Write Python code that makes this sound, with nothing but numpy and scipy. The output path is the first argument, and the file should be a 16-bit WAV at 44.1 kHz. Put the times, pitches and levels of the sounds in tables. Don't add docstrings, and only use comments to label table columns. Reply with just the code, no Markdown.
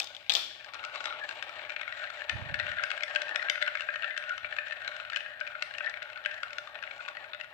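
import sys
import numpy as np
from scipy import signal
from scipy.fft import rfft, irfft, next_fast_len
from scipy.io import wavfile
from scipy.ndimage import uniform_filter1d

SR = 44100
rng = np.random.default_rng(int(sys.argv[2]) if len(sys.argv) > 2 else 0)


def elevation(decibels):
    levels = np.asarray(decibels, float)
    return 10 ** (levels / 20)


def to_wav(sig):
    pcm = np.clip(np.atleast_2d(sig), -1, 1) * 32767
    pcm = np.round(pcm).astype(np.int16)
    wavfile.write(sys.argv[1], SR, pcm.T)


N = 332073


def evened(x):
    return x / np.sqrt(np.mean(x ** 2) + 1e-20)


def read(points, hz):
    f, value = np.transpose(points)
    return np.interp(np.log(hz + 1), np.log(f + 1), value)


def colour(x, points, sign=1, lag=((0, 0), (1, 0))):
    size = 2 * next_fast_len(N // 2 + 4096)
    hz, fine_hz = np.fft.rfftfreq(16384, 1 / SR), np.fft.rfftfreq(size, 1 / SR)
    log_gain = np.log(elevation(sign * read(points, hz)))
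    mirrored = np.concatenate([log_gain, log_gain[-2:0:-1]])
    phase = signal.hilbert(mirrored).imag[:len(hz)] + np.interp(hz, *np.transpose(lag))
    response = np.interp(fine_hz, hz, np.exp(log_gain - 1j * phase))
    return irfft(rfft(x, size) * response, size)[..., :N]


def add(mix, s, sound):
    part = mix[..., max(round(s * SR), 0):][..., :sound.shape[-1]]
    part += sound[..., :part.shape[-1]]


def resonate(x, hz, *widths):
    moving = np.ndim(hz) > 0
    turn = np.exp(2j * np.pi * (np.cumsum(hz) if moving else hz) / SR)
    z = x * turn.conj() if moving else x
    for r in np.exp(-np.pi * np.array(widths) / SR):
        z = signal.lfilter([1 - r], [1, -r if moving else -r * turn], z)
    return 2 * (turn * z if moving else z).real


def bank(x, modes, shift=1):
    out = 0
    for k, (hz, width, db) in enumerate(modes):
        out = out + (-1) ** k * elevation(db) * resonate(x, hz * shift, 1.6 * width, 1.64 * width)
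    return out


# (time [s], laps [turns])
LAPS = [(0, -.5), (2.0, 1.5), (2.8, 2.5), (3.65, 3.5), (4.38, 4.5), (5.0, 5.5), (6.1, 7.5), (7.0, 9.5),
        (7.58, 11.1)]


def lean(t, late=0):
    return np.cos(2 * np.pi * (np.interp(t, *np.transpose(LAPS)) - late))


WALL_HZ, LEAN_HZ = 1620, 186
# (time [s], peak level [dB], loudest mode
# [Hz], crack [dB])
SEAM_TICKS = [(0.6446, -31, 1600, -7), (0.7358, -27.5, 1375, -7), (0.7434, -26.5, 1150, -4),
              (0.7512, -27.5, 1390, -18), (0.839, -23, 1320, -14.5), (0.849, -26, 2690, -9),
              (0.9494, -25, 1280, -8), (0.9573, -21, 1140, -9), (1.0046, -24, 1480, -14),
              (1.041, -23, 1470, -5), (1.0555, -17.5, 1370, -9), (1.29, -20, 1620, -9.5),
              (1.3102, -24, 1600, -14), (1.425, -20, 1570, -8.5), (1.5938, -27.5, 2260, -18),
              (1.6492, -27, 2320, -20), (1.6957, -23, 2390, -15), (1.7195, -27, 2430, -23),
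              (1.7626, -21, 2380, -23), (1.794, -28.5, 2430, -29), (1.8128, -22, 2420, -17.5),
              (1.8776, -22, 1442, -20.5), (1.9237, -23.5, 1910, -18), (2.2948, -12.5, 1773, -8),
              (2.5418, -15.5, 1740, -15.5), (2.59, -23, 1600, -16), (2.598, -15, 1910, -17.5),
             (2.6663, -22.5, 1500, -20), (2.6964, -26, 1500, -19), (2.7162, -21, 1830, -17.5),
             (2.7836, -20, 1640, -31), (2.7945, -20, 1410, -55), (2.8365, -14.5, 1540, -11.5),
             (2.9034, -19, 1620, -13), (2.9143, -17.5, 2580, -13), (2.9764, -24, 1680, -13),
             (3.0234, -22.5, 2160, -20), (3.0336, -16, 2130, -12.5), (3.1087, -23.5, 1635, -26),
             (3.149, -23.5, 1620, -10.5), (3.2096, -23.5, 1590, -48), (3.2178, -18.5, 1544, -5),
             (3.2911, -23.5, 1760, -14), (3.3586, -12, 1880, -10), (3.3942, -22.5, 1990, -35),
             (3.4184, -27, 1680, -20), (3.4847, -19.5, 1660, -36), (3.4978, -7.5, 2100, -3.5),
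             (3.5554, -19.5, 1485, -20), (3.614, -24.5, 1540, -13), (3.6243, -11, 1492, -10.5),
             (3.677, -18, 1463, -17),
              (3.7523, -17, 1623, -16), (3.8071, -19, 2800, -12), (3.8873, -16, 1620, -72),
               (3.9574, -20, 1834, -19), (4.0314, -19, 1580, -34), (4.0429, -19.5, 1760, -20),
               (4.1081, -26, 2060, -31), (4.1763, -18, 1620, -10), (4.2933, -23.5, 1640, -14),
               (4.3041, -32.5, 1360, -36), (4.3216, -36, 1320, -16), (4.4448, -20, 1442, -46),
               (4.5246, -21, 1750, -23), (4.5852, -16, 1750, -25), (4.7088, -25, 1770, -21),
               (4.7269, -26.5, 2620, -17), (4.8771, -18, 1520, -11.5), (4.9187, -29.5, 1456, -19),
               (5.0995, -23.5, 1360, -10), (5.1316, -22.5, 1640, -15), (5.1608, -15.5, 2910, -12.5),
               (5.1698, -19, 1620, -16), (5.2604, -24, 1660, -36), (5.4027, -33.5, 1520, 5),
               (5.4101, -20, 1510, -47), (5.474, -22.5, 2370, -18), (5.5511, -26, 1480, -39),
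               (5.6228, -14.5, 1453, -7.5), (5.7483, -28, 2870, -27), (5.7825, -23, 2700, -12.5),
              (5.8057, -21.5, 1530, -66), (5.8604, -30, 1600, -5), (5.8696, -21.5, 1950, -81),
              (5.8954, -29.5, 1850, -3), (5.9394, -24, 2240, -26), (5.9718, -29, 2250, -18),
              (6.0202, -24.5, 1470, -31), (6.0264, -27, 1450, -10), (6.1, -28, 1430, -19),
              (6.1814, -33, 1460, -54), (6.2492, -23.5, 3000, -21), (6.2592, -12, 1590, -15.5),
              (6.342, -33, 1810, -10), (6.4318, -18, 1434, -14.5), (6.5311, -28.5, 2260, -8),
              (6.5829, -17.5, 1442, -11), (6.754, -25, 1457, -23), (6.8254, -24, 1620, -19),
              (6.8364, -26, 1450, -20), (6.8748, -27.5, 2200, -23), (6.9107, -27, 2270, -21),
              (7.0055, -27.5, 1477, -35), (7.0499, -31, 2600, -35), (7.0848, -20.5, 1460, -14),
              (7.1686, -25, 1917, -23), (7.2444, -37, 1510, -24), (7.3332, -25.5, 3700, -27),
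              (7.3464, -26, 1480, -21), (7.4111, -24.5, 2740, -16), (7.4435, -29.5, 1460, -18)]
# (time [s],
# peak level [dB], loudest mode [Hz])
MORE_TICKS = [(0.6238, -40, 2450), (0.7928, -30, 1390), (0.8303, -32, 1430), (0.8826, -41, 1460),
              (0.8957, -30, 1470), (1.1249, -24.5, 1320), (1.3934, -32.5, 2710), (1.4388, -40, 1750),
              (1.7024, -21.5, 2320), (1.8309, -28, 1950), (1.9082, -36, 1580), (1.976, -33, 1340),
              (1.9968, -34, 1640), (2.0391, -26, 1700), (2.0513, -33, 1670), (2.0711, -30.5, 1910),
              (2.1719, -32.5, 1940), (2.2073, -30, 2850), (2.2187, -26.5, 1700), (2.4431, -41, 1300),
              (2.6146, -36, 1720), (2.6903, -24, 1560), (2.7166, -39, 1420), (2.8294, -30, 1350),
              (3.0069, -24, 2380), (3.0792, -26.5, 1790), (3.1039, -30, 1900), (3.159, -13, 1600),
              (3.1842, -41, 1840), (3.2817, -28, 1810), (3.347, -28, 1750), (3.4252, -18.5, 1507),
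              (3.55, -27, 1470), (3.578, -24, 1430), (3.6159, -19, 1700), (3.663, -22.5, 1580),
              (3.7379, -33, 1470), (3.7715, -24, 2220), (3.7956, -25.5, 1740), (3.8193, -26, 1570),
              (3.9031, -27, 1780), (3.9398, -25, 1550), (4.0222, -25.5, 2770), (4.0924, -43, 1510),
              (4.106, -28, 2030), (4.1257, -40, 1920), (4.1651, -23, 1800), (4.224, -29, 2320),
              (4.2386, -26.5, 2580), (4.2605, -36, 1480), (4.3215, -49, 1324), (4.6692, -25.5, 1600),
              (4.7219, -23, 1830), (4.8056, -42, 1500), (4.8184, -28.5, 1470),
              (4.846, -31, 1620), (4.9995, -25, 1430), (5.0496, -29, 1420), (5.1208, -26, 1830),
              (5.144, -26, 1760), (5.1558, -37, 1890), (5.1937, -38, 2920), (5.205, -28, 2900),
              (5.3942, -35.5, 2000), (5.4668, -28.5, 2530), (5.5943, -34, 2620), (5.6119, -37, 1470),
              (5.7094, -28.5, 1620), (5.7382, -27, 1670), (5.8386, -37, 1520), (5.8454, -27.5, 1730),
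              (6.051, -41, 2240), (6.1308, -33, 2640), (6.1582, -33, 2540), (6.174, -27, 1410),
              (6.2393, -34, 1700), (6.311, -27.5, 1620), (6.3149, -27.5, 1520), (6.351, -41, 1800),
              (6.3787, -33, 1940), (6.4813, -33.5, 1520), (6.5056, -30, 1490), (6.577, -42, 1360),
              (6.673, -31, 1210), (6.7443, -33, 1820), (6.7884, -35, 2800), (6.8679, -35, 2260),
              (7.061, -33.5, 2470), (7.0797, -28, 1130), (7.1503, -33, 1800), (7.2409, -31.5, 1508),
              (7.3997, -31, 1890), (7.4053, -44, 1830), (7.4354, -34, 1520)]
BRIGHTER_TICKS = [(0.685, -35, 1280), (1.0701, -25, 1250), (1.493, -28, 1340), (2.101, -25.5, 1370),
                  (4.3786, -26.5, 1330), (4.565, -24, 1600), (4.6824, -30.5, 1750), (4.9646, -25.5, 1520)]


def tick_rows():
    hits = SEAM_TICKS
    hits = hits + [(*row, -18.5) for row in MORE_TICKS]
    hits = hits + [(*row, -12) for row in BRIGHTER_TICKS]
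    rows = []
    for s, db, hz, crack_db in hits:
        wall_hz = WALL_HZ + LEAN_HZ * lean(s)
        modes = (wall_hz, hz, 9.5) if hz > 2060 else (hz, wall_hz * 1.45, -9.5)
        rows.append((s, db + 1.5, *modes, crack_db + 0.5))
    return rows


# (frequency [Hz], width [Hz], level [dB])
RIM = [(2200, 246, 5), (2620, 940, -5), (2900, 400, 4), (3468, 1820, -7), (4085, 1100, -8)]


def ticks():
    rows, t60, count = tick_rows(), 0.033, len(RIM)
    t, out = np.arange(2048, dtype=np.float32) / SR, np.zeros((2, N))
    chance = rng.random((len(rows), 3, 16, 1))
    cracks = rng.standard_normal((len(rows), 2, 2048))
    swaps = rng.uniform(0.091, 1, (len(rows), 16, 1))
    band = signal.butter(2, (2800, 9500), "band", fs=SR)
    rim_modes_hz = np.array(RIM)[:, :1]
    for (s, db, wall_hz, rim_hz, rim_db, crack_db), (place, size, life), noise, swap in zip(
            rows, chance, cracks, swaps):
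        wall = elevation(-max(rim_db, 0) - 60 * t / t60) * np.sin(2 * np.pi * wall_hz * t)
        rim_t60 = t60 * 1100 / rim_hz
        rim = elevation(min(rim_db, 0) + 3.5 - 60 * t / rim_t60) * np.sin(2 * np.pi * rim_hz * t)
        body = elevation(-17 - 60 * t / 0.09) * np.sin(2 * np.pi * 602.5 * t)
        crack = elevation(crack_db + 7.5) * signal.lfilter(*band, noise * np.exp(-t / 0.002))

        place = (np.arange(len(place))[:, None] + place) / len(place)
        near_hz = 1300 * (4100 / 1300) ** place
        near_t60 = t60 * (0.35 + .5 * life) * 1500 / near_hz
        near_db = -4.5 + 0.32 * crack_db * place - 10 * size
        near = elevation(near_db - 60 * t / near_t60) * np.sin(2 * np.pi * (near_hz * t + 3 * life))

        shell_hz = rim_modes_hz * (1 + 0.11 * (life[:count] - .5))
        shell_db = -1 + 0.44 * crack_db * np.log2(shell_hz / shell_hz[0])
        shell = elevation(shell_db - 60 * t / t60 * shell_hz / 2000) * np.sin(2 * np.pi * shell_hz * t)
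        shell = np.array([elevation(-16 * size[:count, 0]), elevation(-16 * size[-count:, 0])]) @ shell

        pair = shell + wall + rim + body + crack + np.array([near.sum(0), (2.0 * swap * near).sum(0)])
        press_s = 0.00062 + 0.000072 * np.clip(-15.5 - crack_db, 0, 25)
        pair *= (1 - np.exp(-t / press_s)) * (1 - (t / t[-1]) ** 4) * elevation([[0], [-4]])
        add(out, s, elevation(db) * pair / abs(pair[0]).max())
    return out


# (time [s], pressure [dB], nearness to the frame [0-1], chatter [dB])
ROLL = [(0, -55, 0.8, 2), (.42, -62, 0, 6), (.72, -59, 1, 8), (.97, -53, 1, 5), (1.5, -52, 0.94, 5.5),
        (1.72, -54, 0.8, 4.5), (2.05, -44.5, 0.17, -5.5), (2.45, -51.5, 1, 3.5), (2.75, -40.5, 0.07, -6),
        (3.3, -46.5, 0.82, -4), (3.7, -45.5, 0.05, -6.5), (4.351, -45.5, 0.14, -4.5),
        (4.8, -49, 0.43, -0.5), (5.4, -49.5, 0.18, -5.5), (5.85, -50.5, 0.51, -2.5), (6.4, -51, 0.41, -5),
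        (7.2, -57.5, 0.84, 3), (7.53, -58, 0.59, -3.5)]
# (frequency [Hz], width [Hz], level [dB])
HUM = [(598.2, 42, 12.5), (730, 232, -4.5)]
FRAME = [(301, 108, -1), (523, 240, -5.5), (853, 118, 10.5), (1130, 820, -12.5), (1121, 28.5, 9.5),
         (1248, 31, 5.5)]
WALL = [(1346, 46, -27), (1473, 49, 7.5), (1600, 36, 9), (1750, 158, 5), (1844, 30, 5)]
FIZZ = [(5100, 5700, -4.5), (7550, 530, 5)]


def rolling():
    t, (s, db, nearness, chatter_db) = np.arange(N) / SR, np.transpose(ROLL)
    press = np.interp(t, s, db + 47)
    near = np.interp(t, s, nearness)
    wall_hz = WALL_HZ + LEAN_HZ * lean(t)
    chatter = np.interp(t, s, chatter_db) - lean(t)

    hum_db = -48.5 + 0.64 * press + 8 * near + 0.5 * lean(t, 0.17)
    frame_db = -59 + 0.65 * press + 18.5 * near
    buzz_db = -41.5 + press + 3 * lean(t, 0.26)
    hiss_db = -45 + press + chatter
    flutter_db = 2.8 * evened(uniform_filter1d(rng.standard_normal(N), 5000))
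    fizz_db = -58 + 0.95 * press + 0.89 * chatter + flutter_db

    bumps = evened(uniform_filter1d(rng.standard_normal(N), 500))
    size_db = 1.57 * np.minimum(rng.exponential(1, N), 5) + 3.27 * np.clip(bumps, -3, 1.5)
    size = elevation(size_db) * (rng.random(N) < 3500 / SR)
    grit = size * rng.choice([-1., 1.], (3, N))
    apart = 0.41 * grit[0] + 0.95 * grit[1:]
    close = 1.0 * grit[0] + 0.37 * grit[1:]
    shared = 1.02 * grit[0] + 0.24 * grit[1:]

    hum = elevation(hum_db) * evened(bank(shared, HUM))
    frame = elevation(frame_db) * evened(bank(shared, FRAME))
    wall = 0
    for mode in WALL:
        drive_db = 3 * (wall_hz - WALL_HZ) * (mode[0] - WALL_HZ) / LEAN_HZ ** 2
        wall = wall + bank(close * elevation(drive_db), [mode])
    wall = evened(wall) + elevation(-7.5) * evened(resonate(close, wall_hz, 120, 87))
    fizz = elevation(fizz_db) * evened(bank(apart, FIZZ))
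    rim = evened(bank(apart, RIM, (wall_hz / 1600) ** 0.13))
    return hum + frame + fizz + elevation(buzz_db) * evened(wall) + elevation(hiss_db) * rim


# (middle time [s], length [s], level
# [dB], pitch [Hz])
SKIDS = [(0.98, 0.083, -44, 3900), (1.072, 0.12, -40, 3850), (0.884, 0.33, -38, 1443),
         (1.132, 0.14, -34.5, 1410), (1.233, 0.084, -31.5, 1700), (1.436, 0.033, -40, 1700),
         (2.21, 0.044, -34.5, 1750), (2.832, 0.096, -31, 1600), (3.68, 0.023, -21.5, 1465),
         (4.047, 0.044, -31.5, 1400), (4.317, 0.059, -24.5, 1445), (4.624, 0.074, -34, 1580),
         (5.555, 0.029, -30.5, 1416), (5.87, 0.083, -27, 1766), (6.178, 0.061, -34, 1458),
         (6.336, 0.11, -38.5, 1750), (6.999, 0.026, -32, 1460)]


def skids():
    out, t = np.zeros((2, N)), (np.arange(8192) - 4096) / SR
    for (s, length, db, hz), grit in zip(SKIDS, rng.standard_normal((len(SKIDS), 8192))):
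        swell = np.exp(-(t / length * 2.8) ** 2)
        sing = evened(resonate(grit ** 3, hz, hz / 16, hz / 16))
        add(out, s + t[0], elevation(db - 4.5) * (swell * sing)[None])
    return out


# (time [s], peak level [dB], pitch of the struck spot [Hz], crack over peak [dB])
KNOCKS = [(0.0004, -2.5, 5430, -2), (0.0022, -13, 2500, -19), (0.014, -18, 3380, -5),
          (0.02, -20, 3530, -21), (0.03, -20, 5160, -5), (0.043, -18, 2600, 6), (0.072, -25.5, 3700, -13),
          (0.1491, -24, 3500, -14), (0.153, -32, 3500, -12), (0.166, -24.5, 3000, -19),
          (0.2642, -33, 2580, -27), (0.2962, -2.5, 3420, -10), (0.3011, -6, 3730, -25),
          (0.305, -13, 2500, -21), (0.32, -8.5, 5500, -12), (0.321, -13, 2050, -24), (0.3373, -5, 5500, -4),
          (0.3517, 2, 3400, -7.5), (0.357, -11.5, 3450, -24), (0.363, -30, 3000, -18),
          (0.367, -14, 3670, -24), (0.378, -21, 7300, -28), (0.39, -35, 3080, -20), (0.51, -29, 1700, -27)]
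# (frequency [Hz], level [dB], t60 [s])
WHEEL = [(557, -12, 0.068), (670, -14.5, 0.13), (794, -8, 0.079), (1280, -16, 0.062), (1700, -12, 0.053),
         (2090, -15, 0.029), (2500, -0.5, 0.015), (2900, -2.5, 0.012), (3380, 2, 0.0092), (3600, 0, 0.011),
         (3900, -7, 0.024), (4440, -20, .014), (5400, -7.5, 0.011), (7300, -7, 0.011)]


def wheel():
    t, out, (hz, db, t60) = np.arange(4096) / SR, np.zeros((3, N)), np.transpose(WHEEL)[..., None]
    chance = rng.standard_normal((len(KNOCKS), 2, len(WHEEL), 1))
    cracks = rng.standard_normal((len(KNOCKS), 2, 4096))
    band = signal.butter(2, (4500, 14000), "band", fs=SR)
    for (s, peak_db, spot_hz, crack_db), (tune, far), noise in zip(KNOCKS, chance, cracks):
        favour_db = 13 * np.exp(-(np.log2(hz / spot_hz) / 0.29) ** 2)
        ring = elevation(db + favour_db - 60 * t / t60) * np.sin(2 * np.pi * hz * (1 + 0.041 * tune) * t)
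        modes = ring * (1 + 0.57 * np.exp(-t / 0.0004))
        crack = elevation(crack_db + 28.0) * signal.lfilter(*band, noise * np.exp(-t / 0.0015))
        pair = np.array([modes.sum(0), (elevation(3.2 * far) * modes).sum(0)]) + crack
        pair *= 1 - np.exp(-t / 0.0002)
        rattle_db = peak_db - 3 - 7 * (s < .2)
        add(out[2], s, elevation(rattle_db) * noise[1] * np.exp(-t / 0.0018))
        add(out[:2], s, elevation(peak_db - 2.0) * pair / abs(pair[0]).max() * elevation([[0], [-1.5]]))
    return out


# (frequency [Hz], t60 [s])
ROOM = [(300, 0.88), (1000, 0.44), (3500, 0.61), (7000, 0.51), (14000, 0.31)]
# (frequency [Hz], level [dB])
WHEEL_GIVES = [(400, -7.5), (900, -4.5), (1500, -7.5), (2500, -5), (3500, 3.5), (4500, -8), (8000, -26.5),
               (14000, -23)]
WALLS_GIVE = [(500, -3.5), (1500, -4.5), (3200, -4.5), (4500, -3.5), (6300, 7), (8000, 15), (12000, 16)]


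def room(rattle, near_ticks):
    sent = colour(rattle, WHEEL_GIVES) + elevation(-3.5) * uniform_filter1d(near_ticks, size=6)
    taps = np.zeros((2, SR))
    at = np.arange(200, SR - 20, 20) + rng.integers(0, 20, (2, (SR - 201) // 20))
    np.put_along_axis(taps, at, rng.choice([-1., 1.], at.shape), 1)
    hz, t, z = signal.stft(taps, SR, nperseg=256)
    tail = signal.istft(z * elevation(-60 * t / read(ROOM, hz)[:, None]), SR, nperseg=256)[1]
    wet = signal.fftconvolve(sent, tail / np.linalg.norm(tail[0]), axes=1)[:, :N]
    return colour(wet, WALLS_GIVE) * elevation([[0], [3]])


# (frequency [Hz], level [dB])
MIC = [(100, -22), (400, -12), (1000, -2), (5000, 3.5), (6400, -5), (7700, -7.5), (9500, -25), (16000, -25)]
# (frequency [Hz], left over right [dB])
SHADOW = [(250, 1), (600, 3.5), (1200, 5.5), (2500, 10.5), (4000, 12), (6000, 10.5), (9000, 3),
          (14000, -0.5)]
# (frequency [Hz], phase lag [radians])
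RIGHT_LAG = [(0, -0.4), (800, 0.3), (1400, .9), (1900, 1.1), (2600, 5.7), (3400, 8), (16500, 32)]


def microphone(sound):
    left, right = colour(sound, MIC)
    return np.array([left, colour(right, SHADOW, -1.043, RIGHT_LAG)])


# (peak time [s], level [dB], rise [s], fall [dB/s])
GUSTS = [
    (1.12, -77, .2, 160),
    (2.329, -51, 0.059, 26),
    (4.44, -64, 0.05, 204),
    (4.85, -76, 0.18, 42),
    (5.15, -79, .15, 27),
    (5.48, -80, 0.19, 23),
    (6.55, -78, 0.63, 60),
]
# (peak time [s], level [dB], frequency [Hz])
EDDIES = [(2.337, -38, 90.5), (2.358, -30, 103), (2.388, -47, 100), (2.425, -31.5, 99), (2.467, -37.5, 120),
          (2.504, -38, 80), (2.527, -36, 138), (2.558, -44, 70), (2.584, -39, 119), (2.636, -41, 101),
          (2.671, -50, 90), (2.705, -42, 89), (2.771, -50, 89), (2.836, -50, 119)]


def puff():
    s, db, rise, fall = np.transpose(GUSTS)[..., None]
    u = np.arange(N) / SR - s
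    drop_db = np.where(u < 0, -36 * u / rise, fall * u + 79 * np.maximum(u - 0.38, 0))
    level = elevation(-104) + elevation(db - drop_db).sum(0)
    gust = colour(rng.standard_normal((2, N)),
                  [(25, -56.0), (60, 0.5), (110, 3.0), (200, -2.5), (350, -12.5), (700, -57.5)])
    out, t = evened(gust) * level * elevation([[-9], [6]]), np.arange(-2048, 2048) / SR
    for (s, db, hz), turn in zip(EDDIES, rng.random(len(EDDIES))):
        eddy = elevation(db) * np.exp(-(t * hz / 0.84) ** 2) * np.cos(2 * np.pi * (hz * t + turn))
        add(out, s + t[0], eddy * elevation([[-40], [1.5]]))
    return out


# (frequency [Hz], level [dB per Hz])
AIR = [(20, -35), (50, -14.5), (105, -8.5), (200, -19.5), (400, -26.5), (1500, -18), (6000, -41),
       (16000, -36)]


def floor():
    return elevation(-66.5) * evened(colour(rng.standard_normal((2, N)), AIR))


def scene():
    knocks, ticking = wheel(), ticks()
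    wet = room(knocks[2], ticking[[0, 0]])
    marble = microphone(ticking + rolling() + skids() + knocks[:2] + wet)
    return marble + puff() + floor()


def roll_off(x):
    return signal.sosfilt(signal.butter(12, 16970, fs=SR, output="sos"), x)


def record(dry):
    ceiling = 1.2
    loud = ceiling * np.tanh(dry / ceiling)
    limited = signal.oaconvolve(loud, signal.firwin(255, 15900, fs=SR)[None], "same")
    return roll_off(limited)


dry = scene()
out = record(dry)
to_wav(out)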